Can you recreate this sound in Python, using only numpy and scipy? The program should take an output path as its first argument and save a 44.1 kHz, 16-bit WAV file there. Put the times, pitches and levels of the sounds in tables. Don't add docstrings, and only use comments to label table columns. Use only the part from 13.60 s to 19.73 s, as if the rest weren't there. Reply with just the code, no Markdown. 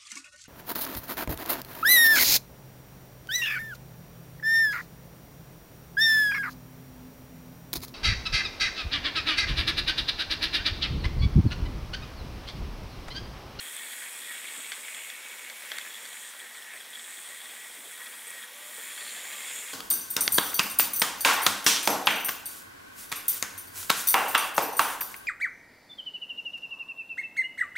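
import sys
import numpy as np
from scipy import signal
from scipy.io import wavfile
from scipy.ndimage import uniform_filter1d

SR = 44100
rng = np.random.default_rng(int(sys.argv[2]) if len(sys.argv) > 2 else 0)


def dump(signal):
    limited = np.clip(np.atleast_2d(signal).T, -1, 1)
    pcm = np.round(limited * 32767).astype(np.int16)
    wavfile.write(sys.argv[1], SR, pcm)


def to_linear_factor(level_db):
    exponent = np.asarray(level_db, float) / 20
    return 10 ** exponent


N = 270333

# t/s, speed/(turns/s)
SHAFT_SPEED = [(0, 70), (0.25, 75), (2.55, 75), (2.75, 68), (3.13, 42), (3.35, 50.5), (3.59, 67),
               (3.83, 74), (4.5, 75), (4.87, 73), (5.1, 57), (5.5, 72.5), (5.9, 76.5), (6.13, 76)]
# t/s, level/dB
MOTOR_LEVEL = [(0, -50.5), (0.2, -50), (0.8, -49.5), (1.05, -49), (1.5, -51), (1.52, -56.5), (1.8, -56),
               (1.95, -60), (2.2, -58), (2.3, -59), (2.5, -57), (2.705, -56), (2.715, -61), (2.9, -61),
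               (3.29, -58.5), (3.33, -53.5), (3.5, -49.5), (4.1, -51), (4.845, -53.5), (4.86, -60),
               (5.0, -54), (5.15, -51), (5.7, -51), (5.95, -47.5), (6.13, -49.5)]
# f/Hz, width/Hz, level/dB
MOTOR_PART_MODES = [
    [(7000, 260, -2), (7390, 400, 0)],
    [(8100, 900, -2), (8600, 900, 0)],
    [(9350, 700, 0)],
    [(10700, 1200, 0), (11700, 1400, -1)],
    [(13800, 1300, 0), (14900, 2000, 0)],
]
# six brush crossings of one turn, level/dB each
CROSSING_LEVELS = [(1, -24, 1.5, -18, -1.5, -25), (-4, -14, -5, -20, -1.5, -18.5),
                   (-2, -4, -1, -15, -1, -4), (-1, -5, -1, 2, 0.6, -3.5), (9, -3, -2, 7, 0, 9)]
# level/dB, front-back/dB, left-right/dB, ends-sides/dB, diagonals/dB
MOTOR_RADIATION = [(-2.5, -4, 2, 2, 0.2), (4.5, -2.5, 0.5, 1.5, 1), (-3, -0.5, -1.5, 3, -0.8),
                   (-2.5, 0.5, 2, 3, 0), (-9, 1.5, -1, 2, 0.5)]
# t/s, peak/dB
BRUSH_SNAPS = [(0.148, -29), (0.166, -26), (2.022, -36), (2.058, -32), (2.17, -34), (2.803, -36),
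               (3.137, -35), (3.205, -34), (3.305, -34), (4.317, -33), (4.3355, -35), (4.6698, -31),
               (4.677, -31), (4.6804, -31), (4.6974, -40), (4.7055, -27), (4.844, -36), (5.5353, -29),
               (5.961, -27)]
# t/s, level/dB
GEAR_LEVEL = [(0, -52), (0.35, -49.5), (0.6, -50.5), (0.9, -50), (1.2, -52.5), (1.45, -51), (2.0, -54.5),
              (2.15, -49.5), (2.35, -54.5), (2.68, -55), (2.75, -59.5), (3.3, -58), (3.6, -55.5),
              (4.2, -57.5), (4.8, -52.5), (4.95, -57), (5.4, -48.5), (5.95, -49.5), (6.13, -53)]
# f/Hz, width/Hz, level/dB
GEAR_PART_MODES = [
    [(1735, 40, -15), (1820, 35, -11), (1915, 60, -7), (1920, 850, 1.5)],
    [(2260, 40, -14), (2468, 280, -5), (2214, 520, 2)],
    [(2704, 690, 5)],
    [(3270, 200, -9), (3500, 760, -4), (3390, 130, -9)],
    [(4190, 680, 4)],
]
# level/dB, front-back/dB, left-right/dB, ends-sides/dB, diagonals/dB
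GEAR_RADIATION = [(1.5, -1.5, -3, 1, 0.3), (0.5, -0.2, 1.5, -1, -1), (-5.5, -3.5, 1.5, -4, 1.3),
                  (3.5, -0.8, -1.45, 0.7, -0.5), (-14.5, 1, -1, 1, 2.5)]
# centre t/s, length/s, change/dB, f/Hz
PITCH_SURGES = [(0.47, 0.042, 13, 2106), (0.523, 0.31, -3, 3400), (0.711, 0.028, 13, 1940),
                (1.014, 0.25, 8, 8130), (1.313, 0.045, 2, 2260), (1.9, 0.88, -5, 3410),
                (2.6, 0.38, 1, 8300), (2.792, .03, 17, 9500), (2.828, 0.11, 26.5, 2062),
                (2.954, 0.052, 1, 1900), (2.974, 0.024, 12, 3420), (2.975, 0.038, 32, 7980),
                (3.083, 0.34, -1.5, 3400), (3.117, 0.09, 7, 1880), (3.17, 0.049, 7, 8400),
                (3.143, 0.097, 11.5, 2200), (3.363, 0.078, 9.5, 3400), (3.807, 0.053, 8.5, 3290),
                (3.95, .4, 3, 14500), (4.5, .6, 4, 14500), (4.497, 0.62, 2.5, 11700), (1.797, .15, 1, 8600),
                (4.232, 0.11, -9.5, 2000), (4.42, 0.16, 2, 3400), (4.42, 0.034, 5, 1900),
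                (4.62, 0.9, -4.5, 3440), (4.81, 0.059, 6.5, 1880), (4.97, 0.2, -5, 8400),
                (5.173, 0.31, 7, 14800), (5.405, 0.55, 7, 9500), (5.483, 0.21, 11, 4190),
                (5.546, 1, 8, 7250), (5.5, 0.7, 0, 8300), (5.72, .1, 10, 14500), (5.898, 0.3, 6, 9400),
                (5.75, 0.2, 1.5, 3360), (5.918, 0.12, 7, 3220), (5.977, 0.21, 6.5, 7160)]
# t/s, hiss level/dB, rumble level/dB
BED_LEVELS = [(0.0, -48, -55.5), (1.84, -47.5, -56.5), (2.1, -45, -54.5), (2.4, -47, -56), (2.9, -49, -58),
              (3.67, -48.5, -57), (4.44, -49, -56.5), (5.07, -48, -55.5), (5.38, -47, -56.5),
              (5.75, -44.5, -52.5), (6.13, -44.5, -55)]
# f/Hz, density/dB per Hz
HISS_SPECTRUM = [(530, -31), (900, -4), (1400, -8), (1900, 3), (2800, -5), (3400, -1), (4800, -8.5),
                 (5300, -5.5), (6700, -6.5), (8500, -9), (11400, -4), (13000, -8), (15600, -7.5),
                 (17000, -67)]
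# f/Hz, density/dB per Hz
RUMBLE_SPECTRUM = [(40, 4.5), (120, -16.5), (165, -17.5), (200, 2), (232, -13), (334, -9), (507, -4.5),
                   (751, -6.5), (1360, -5.5), (1600, 2), (2080, -79), (3520, -120)]
# f/Hz, likeness/1
STEREO_LIKENESS = [(60, 0.39), (200, 0.94), (700, 0.975), (2000, .996), (6000, .997), (15000, 0.985)]
# f/Hz, width/Hz, level/dB
MOTOR_HUM_MODES = [(235, 26, -4), (500, 60, -1), (602, 30, -6), (1200, 80, -3)]
# start t/s, length/s, start f/Hz, settled f/Hz, level/dB
MESH_TONES = [(0.0, 0.35, 1810, 1820, -55), (0.08, 0.3, 1900, 1910, -55), (0.1, 0.22, 2180, 2200, -59),
              (0.4, 0.3, 2490, 2440, -56), (0.55, 0.4, 1790, 1820, -56), (0.64, 0.22, 2240, 2270, -56),
              (0.67, 0.08, 1905, 1905, -50), (1.26, 0.07, 2440, 2470, -51), (1.25, 0.18, 2230, 2245, -50.5),
              (1.45, 0.4, 2140, 2255, -50), (1.5, 0.1, 2550, 2720, -56), (1.55, 0.4, 2460, 2490, -58),
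              (1.88, 0.14, 2240, 2250, -53), (2.0, 0.1, 2150, 2210, -54), (2.6, 0.12, 1880, 1860, -55),
              (2.62, 0.14, 1730, 1735, -57), (2.78, 0.3, 1930, 1940, -55), (2.86, 0.32, 1830, 1845, -57),
              (3.02, 0.16, 1730, 1740, -56), (3.26, 0.14, 1900, 1935, -54), (3.45, 0.22, 1840, 1825, -58),
              (3.66, 0.14, 1910, 1930, -56), (3.84, 0.3, 1915, 1930, -52), (4.3, 0.2, 1900, 1915, -52.5),
              (4.52, 0.42, 1890, 1900, -53), (4.48, 0.3, 2190, 2270, -57), (5.15, 0.1, 1830, 1830, -55),
              (5.36, 0.2, 1810, 1830, -55), (5.3, 0.4, 1900, 1925, -56), (5.62, 0.1, 2130, 2150, -52),
              (5.72, 0.2, 2180, 2240, -54), (5.54, 0.13, 700, 705, -59), (5.55, 0.15, 520, 520, -66),
              (5.78, 0.2, 1110, 1100, -64), (3.5, 0.2, 3380, 3400, -58), (4.15, 0.2, 3450, 3410, -58),
              (4.55, 0.3, 3380, 3400, -61), (0.7, 0.3, 3420, 3380, -57), (5.85, 0.25, 530, 515, -64)]
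# t/s, body peak/dB, crack re body/dB, contact decay/s, favoured f/Hz
PLASTIC_KNOCKS = [(0.333, -29.5, -10, 0.0021, 2270), (0.4387, -30, -12, 0.0014, 2470),
                  (1.065, -33, -10, 0.0013, 3360), (1.1192, -21, -24, 0.0012, 2900),
                  (1.1206, -27, -24, 0.0015, 1900), (1.1232, -26, -18, 0.001, 3300),
                  (1.1318, -30, -20, 0.003, 3000), (1.137, -33, -20, 0.002, 3400),
                  (1.282, -29, -14, 0.0021, 2430), (1.346, -30.5, -4, 0.0019, 3340),
                  (1.501, -27, -14, 0.0018, 4180), (1.899, -30, -14, 0.0013, 6200),
                  (2.1162, -33, -16, 0.001, 3300), (2.1175, -21, -14, 0.0007, 3800),
                  (2.122, -31, -16, 0.001, 3300), (2.184, -24, -3, 0.0008, 3800),
                  (2.1853, -25, -2, 0.0008, 2600), (2.194, -33, -14, 0.0013, 2300),
                  (2.454, -30, -4, 0.00089, 4800), (2.461, -32, -6, 0.0013, 5200),
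                  (4.4554, -41, -10, 0.0018, 1920), (4.468, -34, -14, 0.003, 3500),
                  (5.1796, -35.5, -9, 0.0016, 1820), (5.3774, -32, -10, 0.0018, 1820),
                  (5.6515, -27.5, -12, 0.00097, 2140), (6.0746, -34, -7, 0.0019, 2260)]
# f/Hz, width/Hz, level/dB
PLASTIC_MODES = [(900, 700, -11), (1600, 400, -2), (2050, 350, 3), (3350, 450, 5), (4500, 800, 2),
                 (5900, 700, 0)]
# t/s, peak/dB, f/Hz
LOW_BLIPS = [(0.963, -50, 290), (0.989, -51, 310), (1.897, -53, 493), (2.115, -43, 716),
             (4.185, -48.5, 310), (5.179, -42.5, 500), (5.743, -58, 527)]
# start t/s, length/s, start tooth rate/Hz, level/dB, octave level/dB
PINION_WHINES = [(4.83, .36, 470, -61.5, -62), (5.19, .37, 470, -62.5, -59.5), (5.57, .34, 450, -69, -58)]

HUNT_RMS = .012
LAP_S = 5.0
SURGE_OCTAVES = 0.084
FULL_TEETH_HZ, SPIN_UP_S, COAST_S, SAG_HZ_PER_S = 612, .095, .07, 400
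SETTLE_S = 0.05
OFF_PITCH_DB_PER_OCTAVE = 5
BAND_EDGE_HZ = 15800


def evened(x):
    return x / np.sqrt(np.mean(x ** 2) + 1e-20)


def curves(rows):
    s, *columns = np.transpose(rows)
    return [np.interp(np.arange(N) / SR, s, c) for c in columns]


def read(points, hz):
    f, value = np.transpose(points)
    return np.interp(np.log(hz + 1), np.log(f + 1), value)


def ring(x, modes, drift=0, sign=1):
    out = np.zeros(len(x))
    for k, (hz, width_hz, db) in enumerate(modes):
        carrier = np.exp(2j * np.pi * np.cumsum(hz * (1 + drift) * np.ones(len(x))) / SR)
        r = np.exp(-np.pi * width_hz / SR)
        envelope = signal.lfilter([1], [1, -2 * r, r * r], x / carrier)
        out += sign ** k * to_linear_factor(db) * evened((carrier * envelope).real)
    return evened(out)


def wander(rate_hz):
    return evened(signal.lfilter(*signal.butter(2, rate_hz, fs=SR), rng.standard_normal(N)))


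def noise(spectrum, patchy_db):
    hz = np.fft.rfftfreq(512, 1 / SR)
    a, b, c, d, patches = rng.standard_normal((N // 128 + 5, 257, 5)).T
    patches = uniform_filter1d(patches, size=6, axis=0)
    patches = evened(uniform_filter1d(patches, size=12, axis=1))
    same = np.clip(read(STEREO_LIKENESS, hz), -1, 1)[:, None]
    left = a + 1j * b
    right = same * left + np.sqrt(1 - same ** 2) * (c + 1j * d)
    z = np.array([left, right])
    z *= to_linear_factor(read(spectrum, hz)[:, None] + patchy_db * patches)
    return evened(signal.istft(z, nperseg=512, noverlap=384)[1][:, :N])


def turns_of_shaft():
    return np.cumsum(curves(SHAFT_SPEED)[0] * (1 + HUNT_RMS * wander(4))) / SR


def facing(level, pattern):
    heading = 2 * np.pi * np.arange(N) / SR / LAP_S
    lobes = [np.ones(N), np.cos(heading), np.sin(heading), np.cos(2 * heading), np.sin(2 * heading)]
    return curves(level)[0] + np.array(pattern) @ lobes


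def surges(modes):
    s, length_s, db, hz = np.transpose(PITCH_SURGES)
    reach_db = db * np.exp(-(np.log2(hz / modes[-1][0]) / SURGE_OCTAVES) ** 2)
    t = np.arange(0, N / SR, .002)
    swells = np.exp(-(2 * (t[:, None] - s) / length_s) ** 2)
    return np.interp(np.arange(N) / SR, t, swells @ reach_db)


def motor(shaft, jitter=.013, uneven_db=1.2, scrape=0.36, slide=0.58, burst_s=0.0009, flutter_db=0.6):
    slots = 6 * shaft + jitter * wander(300)
    at = np.flatnonzero(np.diff(np.floor(np.maximum.accumulate(slots))) > 0)
    burst = np.exp(-np.arange(200) / SR / burst_s)
    out = np.zeros(N)
    levels_db = facing(MOTOR_LEVEL, MOTOR_RADIATION)
    for level_db, modes, pattern_db in zip(levels_db, MOTOR_PART_MODES, CROSSING_LEVELS):
        ticks = np.zeros(N)
        tick_db = np.take(pattern_db, np.arange(len(at)) % 6)
        ticks[at] = to_linear_factor(tick_db + uneven_db * rng.standard_normal(N)[at])
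        scrapes = signal.oaconvolve(ticks, burst)[:N] * rng.standard_normal(N)
        drive = evened(ticks) + scrape * evened(scrapes) + slide * rng.standard_normal(N)
        drift = .005 * wander(1.5)
        gain = to_linear_factor(level_db + surges(modes) + flutter_db * wander(7.8))
        out += gain * ring(drive, modes, drift)
    snaps = np.zeros(N)
    for s, db in BRUSH_SNAPS:
        snaps[round(s * SR)] = to_linear_factor(db)
    snap = ring(burst * rng.standard_normal(200), MOTOR_PART_MODES[1])
    return out + signal.oaconvolve(snaps, snap / abs(snap).max())[:N]


def gears(shaft, taps_per_s=1400, spread_db=4.5, lumpy_db=3.0, shared=0.47, shaft_db=2.5, flutter_db=-0.23):
    turn, out = np.cos(2 * np.pi * shaft), np.zeros(N)

    def taps():
        size_db = spread_db * np.minimum(rng.exponential(1, N), 2.6)
        size_db += lumpy_db * wander(30) + shaft_db * turn
        hits = rng.random(N) < taps_per_s / SR
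        return evened(to_linear_factor(size_db) * hits * rng.choice([-1, 1], N))

    common = taps()
    for db, modes in zip(facing(GEAR_LEVEL, GEAR_RADIATION), GEAR_PART_MODES):
        drive = shared * common + (1 - shared) * taps()
        rattle = ring(drive, modes, drift=.004 * wander(2.5))
        out += to_linear_factor(db + surges(modes) + flutter_db * wander(4.8)) * rattle
    return out


def bed():
    hiss_db, rumble_db = curves(BED_LEVELS)
    hum = ring(rng.standard_normal(N), MOTOR_HUM_MODES)
    low = noise(RUMBLE_SPECTRUM, patchy_db=3.0) + to_linear_factor(-11.0) * hum
    return to_linear_factor(hiss_db) * noise(HISS_SPECTRUM, patchy_db=1.5) + to_linear_factor(rumble_db) * low


def strands():
    out = np.zeros(N)
    waver = 1 + .004 * wander(8) + .003 * wander(40)
    flutter = to_linear_factor(2.6 * wander(25))
    for s, length_s, start_hz, settled_hz, db in MESH_TONES:
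        t, at = np.arange(0, length_s, 1 / SR), round(s * SR)
        hz = settled_hz + (start_hz - settled_hz) * np.exp(-t / SETTLE_S)
        turns = np.cumsum(hz * waver[at:][:len(t)]) / SR
        swell = abs(np.sin(np.pi * t / length_s)) ** .3
        out[at:][:len(t)] += to_linear_factor(db) * swell * np.sin(2 * np.pi * turns)
    return out * flutter


def knocks():
    t, out = np.arange(1500) / SR, np.zeros(N + 4000)
    luck = rng.standard_normal((len(PLASTIC_KNOCKS), len(PLASTIC_MODES) + len(t)))
    for (s, peak_db, crack_db, contact_s, favoured_hz), row in zip(PLASTIC_KNOCKS, luck):
        weights_db, grit = row[:len(PLASTIC_MODES)], row[len(PLASTIC_MODES):]
        contact = (t == 0) + .2 * grit * np.exp(-t / contact_s)
        modes = []
        for (hz, width_hz, db), weight_db in zip(PLASTIC_MODES, weights_db):
            loss_db = OFF_PITCH_DB_PER_OCTAVE * abs(np.log2(hz / favoured_hz))
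            modes.append((hz, width_hz, db + weight_db - loss_db))
        body = ring(contact, modes, sign=-0.74)
        crack = ring(contact, [(7760, 1300, 0.0), (10200, 2500, -1.3)])
        blow = body / abs(body).max() + to_linear_factor(crack_db) * crack / abs(crack).max()
        out[round(s * SR):][:len(t)] += to_linear_factor(peak_db) * blow
    return out[:N]


def blips():
    t, out = np.arange(4000) / SR, np.zeros(N + 4000)
    for s, peak_db, hz in LOW_BLIPS:
        decaying = rng.standard_normal(len(t)) * to_linear_factor(-60 * t / .16)
        blip = ring(decaying, [(hz, .5 * hz, 0), (1.8 * hz, 1.2 * hz, -4)])
        out[round(s * SR):][:len(t)] += to_linear_factor(peak_db) * blip / abs(blip).max()
    return out[:N]


def whines():
    out, waver = np.zeros(N), 1 + .004 * wander(25)
    flutter = to_linear_factor(2 * wander(14))
    for s, length_s, start_hz, db, octave_db in PINION_WHINES:
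        t, at = np.arange(0, length_s, 1 / SR), round(s * SR)
        hz = FULL_TEETH_HZ - (FULL_TEETH_HZ - start_hz) * np.exp(-t / SPIN_UP_S)
        hz -= SAG_HZ_PER_S * np.maximum(t - length_s + COAST_S, 0)
        turns = np.cumsum(hz * waver[at:][:len(t)]) / SR
        tone = to_linear_factor(db) * np.sin(2 * np.pi * turns) + to_linear_factor(octave_db) * np.sin(2 * np.pi * 2 * turns)
        swell = np.sqrt(abs(np.sin(np.pi * t / length_s)))
        out[at:][:len(t)] += swell * flutter[at:][:len(t)] * tone
    return out


def room(x, t60_s=0.16):
    taps = np.zeros((2, SR // 2))
    at = np.arange(200, SR // 2 - 20, 20) + rng.integers(0, 20, (2, (SR // 2 - 201) // 20))
    np.put_along_axis(taps, at, rng.choice([-1., 1.], at.shape), 1)
    taps *= to_linear_factor(-60 * np.arange(SR // 2) / SR / t60_s)
    taps = taps[0] + 0.25 * (taps - taps[0])
    return signal.fftconvolve(x[None], taps / np.linalg.norm(taps[0]), axes=1)[:, :N]


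def scene():
    shaft = turns_of_shaft()
    near = motor(shaft) + gears(shaft) + strands() + knocks() + blips() + whines()
    return near + to_linear_factor(-12.5) * room(near) + bed()


def roll_off(x):
    return signal.sosfilt(signal.butter(12, 16370, fs=SR, output="sos"), x)


def record(dry):
    cut = signal.sosfilt(signal.butter(4, 190, "high", fs=SR, output="sos"), dry)
    lowpass = signal.firwin(511, BAND_EDGE_HZ, window=("kaiser", 9), fs=SR)
    mix = signal.oaconvolve(cut, lowpass[None], "same")
    return roll_off(mix)


dry = scene()
out = record(dry)
dump(out)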